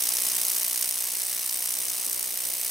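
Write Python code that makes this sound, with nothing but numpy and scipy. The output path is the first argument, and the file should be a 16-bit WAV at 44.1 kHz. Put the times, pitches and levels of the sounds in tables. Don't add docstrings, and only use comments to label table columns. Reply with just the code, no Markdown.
import sys
import numpy as np
from scipy import signal
from scipy.fft import rfft, irfft, next_fast_len
from scipy.io import wavfile
from scipy.ndimage import uniform_filter1d, map_coordinates

SR = 44100
rng = np.random.default_rng(int(sys.argv[2]) if len(sys.argv) > 2 else 0)


def store_wav(level_fs):
    pcm = np.round(np.clip(np.atleast_2d(level_fs), -1, 1) * 32767)
    wavfile.write(sys.argv[1], SR, pcm.T.astype(np.int16))


def makeup_ratio(level_db):
    decades = np.asarray(level_db, float) / 20
    return 10 ** decades


N = 119070

CRACK_AT_S = 0.00027
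# (time [s], level [dB])
EFFORT = [(0, -26), (.2, -25.5), (.55, -26.5), (.9, -28.5), (1.3, -29), (1.65, -29), (2.05, -29.5),
          (2.3, -30), (2.6, -29)]
# (frequency [Hz], density [dB per Hz])
WHEEL_SCATTER = [(880, -17), (1500, -11.5), (2930, -6), (7260, -1.5), (9100, -0.5), (14200, -1.5),
                 (15800, -11)]


def unit(x):
    return x / np.sqrt(np.mean(x ** 2) + 1e-20)


def along(points, hz):
    f, v = np.transpose(points)
    return np.interp(np.log(hz + 1), np.log(f + 1), v)


def curve(rows):
    return np.interp(np.arange(N) / SR, *np.transpose(rows))


def filtered(x, response):
    m = next_fast_len(N + 8192)
    return irfft(rfft(x, m) * response(np.fft.rfftfreq(m, 1 / SR)), m)[..., :N]


def peak(f, hz, width):
    return 1j * f * width / (hz * hz - f * f + 1j * f * width)


def placed(times, rows):
    at = np.round(times * SR).astype(int)[:, None] + np.arange(rows.shape[1])
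    inside = (at >= 0) & (at < N)
    return np.bincount(at[inside], rows[inside], N)


def pair(spectrum, alike):
    def mid_and_side(hz):
        turn = np.arccos(np.clip(along(alike, hz), -1, 1)) / 2
        return makeup_ratio(along(spectrum, hz)) * [np.cos(turn), np.sin(turn)]

    mid, side = filtered(rng.standard_normal((2, N)), mid_and_side)
    return unit(np.array([mid + side, mid - side]))


def lumps(depth_db):
    return depth_db * map_coordinates(rng.standard_normal(200), [np.arange(N) * 52 / SR])


def cycles():
    # (time [s], delay [ms])
    motor_lag = [(0.015, 15.49), (0.173, 16.51), (0.329, 16.41), (0.488, 18.61), (0.645, 19.51),
                 (0.802, 19.91), (0.958, 19.81), (1.115, 19.62), (1.27, 18.55), (1.425, 17.57),
                 (1.582, 17.68), (1.738, 17.69), (1.894, 17.19), (2.05, 16.43), (2.207, 16.93),
                 (2.362, 16.21), (2.518, 15.32), (2.673, 14.21)]
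    blows_per_s = 61.3
    beat = np.arange(-2, 166) / blows_per_s
    s, ms = np.transpose(motor_lag)
    return beat + np.interp(beat + ms[0] / 1000, s, ms) / 1000


def contacts(starts):
    # (level [dB], time scatter [ms], level scatter [dB],
    # tail t60 [ms], casing rattle [dB])
    kinds = [(-7.5, 0.26, 0.5, 4.2, 20.5), (-5, .2, -1.2, 14.7, -12), (-11, .5, 6.5, 11, 3),
             (-0.5, 0.28, -1, 18, -14.5), (-13.5, 0.33, 2.5, 32, -50), (-6, .2, -1, 14.7, 8.5)]
    contact_ms = np.array([3.2, 5.15, 7.0, 8.5, 10.3, 13.2])
    # (time [s], level [dB], brightest frequency [Hz])
    hard_contacts = [(0.0081, -17.3, 5170), (0.0211, -17.2, 6370), (0.0243, -15.0, 11710),
                     (0.0374, -15.1, 15330), (0.0702, -17.5, 6030), (0.0903, -12.7, 8270),
                     (0.123, -16.5, 3620), (0.136, -17.5, 14990), (0.156, -17.4, 10510), (0.169, -14.4, 6370),
                     (0.221, -16.6, 10340), (0.2668, -16.1, 5860), (0.2702, -15.9, 10680),
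                     (0.2864, -16.5, 8960), (0.2994, -17.4, 5510), (0.3193, -14.4, 10160),
                     (0.3519, -15.4, 8610), (0.3649, -16.1, 14990), (0.3682, -17.0, 11890),
                     (0.4148, -15.5, 11020), (0.4511, -15.0, 13780), (0.4674, -16.5, 13610),
                     (0.4839, -15.7, 10160), (0.4973, -17.8, 6200), (0.5007, -16.1, 9130),
                     (0.5173, -16.9, 10340), (0.5339, -17.8, 13610), (0.55, -17.7, 13440),
                     (0.563, -17.8, 6200), (0.5665, -15.9, 13610), (0.5827, -16.8, 13440),
                     (0.5992, -17.2, 10510), (0.6317, -15.5, 13780), (0.6447, -18.0, 9470),
                     (0.648, -17.2, 13260), (0.6646, -17.5, 13780), (0.6808, -17.1, 13260),
                     (0.6977, -16.8, 10680), (0.7305, -16.8, 13610), (0.7595, -16.8, 6720),
                     (0.7761, -18.2, 8270), (0.8115, -16.4, 13950), (0.8246, -17.8, 5860),
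                     (0.8279, -14.6, 8440), (0.8447, -18.5, 3790), (0.8575, -18.5, 13610),
                     (0.8771, -19.0, 14470), (0.8903, -17.1, 14810), (0.8935, -17.2, 11890),
                     (0.9098, -15.5, 9650), (0.9423, -18.5, 9990), (0.9587, -19.3, 10850),
                     (0.9797, -19.3, 7750), (0.988, -19.6, 14990), (1.0072, -19.1, 8440),
                     (1.0234, -17.2, 13950), (1.04, -17.8, 13610), (1.1701, -18.8, 12920),
                     (1.191, -20.4, 8790), (1.199, -20.2, 9130),
                     (1.2188, -16.8, 9990), (1.2349, -19.4, 8440), (1.2673, -18.1, 8440),
                 (1.2965, -20.6, 14470), (1.3288, -20.0, 15330), (1.3482, -18.0, 13950),
                 (1.3938, -19.7, 12580), (1.462, -16.7, 9470), (1.492, -19.9, 15330), (1.4949, -18.7, 3620),
                 (1.5113, -19.7, 13090), (1.5322, -19.3, 8440), (1.5439, -18.7, 9130),
                 (1.5729, -18.5, 15160), (1.5924, -19.9, 13610), (1.6249, -18.1, 13440),
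                 (1.6413, -18.9, 8440), (1.6581, -17.5, 13090), (1.6743, -18.7, 7920),
                 (1.6907, -19.1, 8270), (1.707, -17.8, 13610), (1.7231, -19.8, 9650), (1.7393, -17.2, 7580),
                 (1.7525, -20.6, 8270), (1.7884, -17.9, 13950), (1.8046, -19.5, 10160),
                 (1.837, -20.8, 8100), (1.8534, -17.8, 8270), (1.8826, -20.7, 5510), (1.8985, -18.9, 6550),
                 (1.9019, -19.1, 8100), (1.9343, -20.7, 3620), (1.9395, -21.0, 8270), (1.9716, -20.8, 9990),
                 (1.9994, -19.9, 8100), (2.053, -19.7, 12580), (2.0647, -16.2, 8100),
                 (2.0971, -17.5, 12580), (2.1132, -19.6, 8270), (2.1298, -16.2, 12400),
                 (2.1461, -19.8, 12920), (2.1626, -20.4, 12920), (2.1948, -19.4, 12060),
                 (2.2282, -16.7, 8790), (2.3418, -20.2, 13610), (2.3578, -21.0, 13090),
                 (2.3742, -16.8, 13780), (2.4389, -20.4, 15330), (2.4518, -19.1, 8610),
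                 (2.455, -20.7, 12920), (2.471, -20.4, 12920), (2.4877, -19.0, 14300),
                 (2.5364, -19.8, 4310), (2.5378, -18.7, 13260), (2.5694, -20.7, 12400),
                 (2.6138, -17.9, 14300), (2.6466, -20.2, 14640), (2.6498, -19.7, 9820),
                 (2.6627, -20.6, 14470), (2.6786, -19.7, 7750)]
    hard_trim_db, usual_top_db, lug_db = -10, -3, 0.5
    shared = 0.4

    db, scatter_ms, scatter_db, t60_ms, rattle_db = np.transpose(kinds)
    chance = rng.standard_normal((2, len(starts), len(db)))
    times = starts[:, None] + (contact_ms + scatter_ms * chance[0]) / 1000
    gains = makeup_ratio(np.minimum(db + scatter_db * chance[1], usual_top_db))

    s, hard_db, hz = np.transpose(hard_contacts)
    due = (starts[:, None] + contact_ms / 1000).ravel() + CRACK_AT_S
    nearest = abs(s[:, None] - due).argmin(axis=1)
    hard = np.unravel_index(nearest, times.shape)
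    strong = makeup_ratio(hard_db + hard_trim_db - np.interp(s, *np.transpose(EFFORT)))
    gains[hard] = strong

    spent = np.linalg.norm(gains, axis=1, keepdims=True) / np.linalg.norm(makeup_ratio(db))
    lug = (-1) ** np.arange(len(starts))[:, None]
    gains = gains / spent ** shared * makeup_ratio(lug_db * lug)
    pitch = np.zeros(times.shape)
    times[hard], gains[hard], pitch[hard] = s - CRACK_AT_S, strong, hz
    t60 = np.tile(t60_ms, len(starts)) / 1000
    shakes = gains * makeup_ratio(rattle_db)
    return times.ravel(), gains.ravel(), t60, shakes.ravel(), pitch.ravel()


def hammer(times, gains, t60, pitch):
    # (time [s], share lost [0-1])
    seated = [(0, 0.15), (1, 0.19), (1.5, 0.2), (2.1, 0.17), (2.7, 0.31)]
    crack_db, crack_t60_s, rise_s = 2, 0.0029, 0.000099
    hard_crack_db, crack_scatter_db = 4, 2.6
    colour_db, bright_db, bright_width_hz, lowest_ring_hz = 2, 6, 840, 5000
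    even = 0.7
    onset_samples = 53
    scatter_db, scatter_tail_db, scatter_t60_s = -11, -14, 0.016
    t, hz = np.arange(1024) / SR, np.fft.rfftfreq(1024, 1 / SR)
    is_hard = pitch[:, None] > 0

    snap_db = np.where(is_hard, hard_crack_db, crack_scatter_db * rng.standard_normal((len(times), 1)))
    steepness = np.where(t < CRACK_AT_S, 2, 1)
    crack = makeup_ratio(crack_db + snap_db - 60 * abs(t - CRACK_AT_S) / crack_t60_s * steepness)
    chatter = makeup_ratio(-60 * t / t60[:, None])
    shape = (crack + chatter) * (1 - np.exp(-t / rise_s))

    tint = uniform_filter1d(rng.standard_normal((len(times), 513)), size=50, axis=1)
    off_pitch = (hz - np.maximum(pitch, lowest_ring_hz)[:, None]) / bright_width_hz
    glint_db = bright_db * np.exp(-0.5 * off_pitch ** 2) * is_hard
    raw = rfft(shape * rng.standard_normal(shape.shape))
    evened = raw / uniform_filter1d(abs(raw), size=40, axis=1) ** even
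    tone = evened * makeup_ratio(colour_db * unit(tint) + glint_db)

    heard = steel(hz) / np.sqrt(np.mean(abs(steel(hz)) ** 2))
    onset = irfft(tone * heard)[:, :onset_samples]
    burst = irfft(tone) / np.sqrt(np.mean(onset ** 2, axis=1, keepdims=True))
    mid = unit(filtered(placed(times, gains[:, None] * burst), steel))
    socket = filtered(mid, lambda f: peak(f, 5600, 1800))
    mid = mid - np.clip(curve(seated), 0, 1) * socket

    scatter_tail = makeup_ratio(scatter_tail_db - 60 * t / scatter_t60_s)
    wide = (shape + scatter_tail) * rng.standard_normal(shape.shape)
    side = unit(filtered(placed(times, gains[:, None] * wide), lambda f: makeup_ratio(along(WHEEL_SCATTER, f))))
    return mid, makeup_ratio(scatter_db) * side


def steel(f):
    # (frequency [Hz], width [Hz], level [dB])
    bands = [(2110, 750, -14.5), (2980, 214, -10), (3660, 53, -8.5), (3890, 160, -10), (5430, 1270, -4),
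             (6610, 660, -2.5), (7900, 1070, -1.5), (9880, 1660, 0), (13850, 1960, -2.5)]
    ring = 0
    for k, (hz, width, db) in enumerate(bands):
        ring = ring + makeup_ratio(db) * peak(f, hz, width) * (-1) ** k
    return (1 - 0.64 * peak(f, 7450, 340)) * ring


def housing(starts):
    # (time into the cycle [ms], frequency [Hz], width [Hz], left level [dB], right level [dB])
    thuds = [(4.67, 328, 282, -57.5, -67.5), (12.26, 302, 180, -66, -76), (1.71, 560, 166, -60, -68.5),
             (2.124, 671, 156, -60, -63), (7.91, 860, 55, -63, -81), (2.13, 708, 30, -65.5, -70),
             (4.51, 245.3, 44, -67, -74.5)]
    lug_shares = [0.033, 0.45, 0.85, 0.29, 0, 0.52, 0]
    trends = [-0.5, -1, 2, -2, -2.5, 3, -1.5]
    scatter_ms, scatter_db = 0.1, 1.5
    out = np.zeros((2, N))
    lug = (-1.) ** np.arange(len(starts))[:, None]
    for (ms, hz, width, left_db, right_db), share, trend in zip(thuds, lug_shares, trends):
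        chance = rng.standard_normal((len(starts), 2))
        times = starts + (ms + scatter_ms * chance[:, 0]) / 1000
        strength = makeup_ratio(scatter_db * chance[:, 1:] + trend * starts[:, None])
        push = placed(times, (1 - share + share * lug) * strength)
        thud = unit(filtered(push, lambda f: peak(f, hz, width) ** 3))
        out += makeup_ratio([[left_db], [right_db]]) * thud
    return out


def rattle(times, shakes):
    # (frequency [Hz], density [dB per Hz])
    casing = [(60, -16), (200, -11.5), (400, -7.5), (700, -5.5), (1100, -4.5), (1500, -12), (2500, -4),
              (4000, -6)]
    # (frequency [Hz], left-right likeness [-1 to 1])
    casing_alike = [(100, 0.39), (300, -0.39), (640, 0.12), (1400, 0.98)]
    level_db, t60_s, steady = -14, 0.036, 0.65
    t = np.arange(1500) / SR
    stir = unit(placed(times, shakes[:, None] * makeup_ratio(-60 * t / t60_s)))
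    return makeup_ratio(level_db) * (stir + steady) * pair(casing, casing_alike) * makeup_ratio([[1.2], [-1.2]])


def fan():
    mid_db, side_db = -15.5, -16
    mid = unit(filtered(rng.standard_normal(N), steel))
    side = unit(filtered(rng.standard_normal(N), lambda hz: makeup_ratio(along(WHEEL_SCATTER, hz))))
    return makeup_ratio(mid_db) * mid, makeup_ratio(side_db) * side


def wind():
    # (time [s], level [dB])
    swell = [(0, -89), (1.0, -87.5), (1.68, -59), (1.78, -49), (1.91, -52), (1.98, -51), (2.02, -57),
             (2.06, -49), (2.15, -40.5), (2.2, -51), (2.27, -44), (2.3, -52), (2.35, -45.5), (2.41, -56),
             (2.49, -39), (2.54, -53), (2.7, -52)]
    # (frequency [Hz], density [dB per Hz])
    buffet = [(30, -12), (130, -11.5), (280, -2.5), (600, -2), (1000, -10), (2000, -24.5)]
    # (frequency [Hz], left-right likeness [-1 to 1])
    buffet_alike = [(60, -0.17), (150, -0.6), (300, -0.91)]
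    return makeup_ratio(curve(swell) + lumps(3)) * pair(buffet, buffet_alike)


def rumble():
    # (frequency [Hz], density [dB per Hz])
    outdoors = [(25, -2), (100, -3), (200, -3.5), (500, -30), (1500, -27)]
    level_db, lumps_db = -76.5, 3.5
    noise = pair(outdoors, [(100, 0.05)])
    return makeup_ratio(level_db + lumps(lumps_db)) * noise * makeup_ratio([[1.1], [-1.1]])


def scene():
    # (frequency [Hz], left over right [dB])
    balance = [(1300, 2.5), (2400, -3.5), (4400, 1), (8100, -1), (15000, -.5)]
    starts = cycles()
    times, gains, t60, shakes, pitch = contacts(starts)
    mid, side = np.add(hammer(times, gains, t60, pitch), fan())
    halves = np.array([[0.5], [-0.5]])
    bright = filtered(np.array([mid + side, mid - side]), lambda hz: makeup_ratio(along(balance, hz) * halves))
    effort_db = curve(EFFORT)
    wrench = makeup_ratio(effort_db) * (bright + rattle(times, shakes))
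    thuds = makeup_ratio(effort_db - effort_db.mean()) * housing(starts)
    return wrench + thuds + wind() + rumble()


def low_pass(x):
    return signal.sosfilt(signal.butter(12, 16320, fs=SR, output="sos"), x)


def record(dry):
    mix = filtered(dry, lambda hz: hz < 15830)
    return low_pass(mix)


dry = scene()
out = record(dry)
store_wav(out)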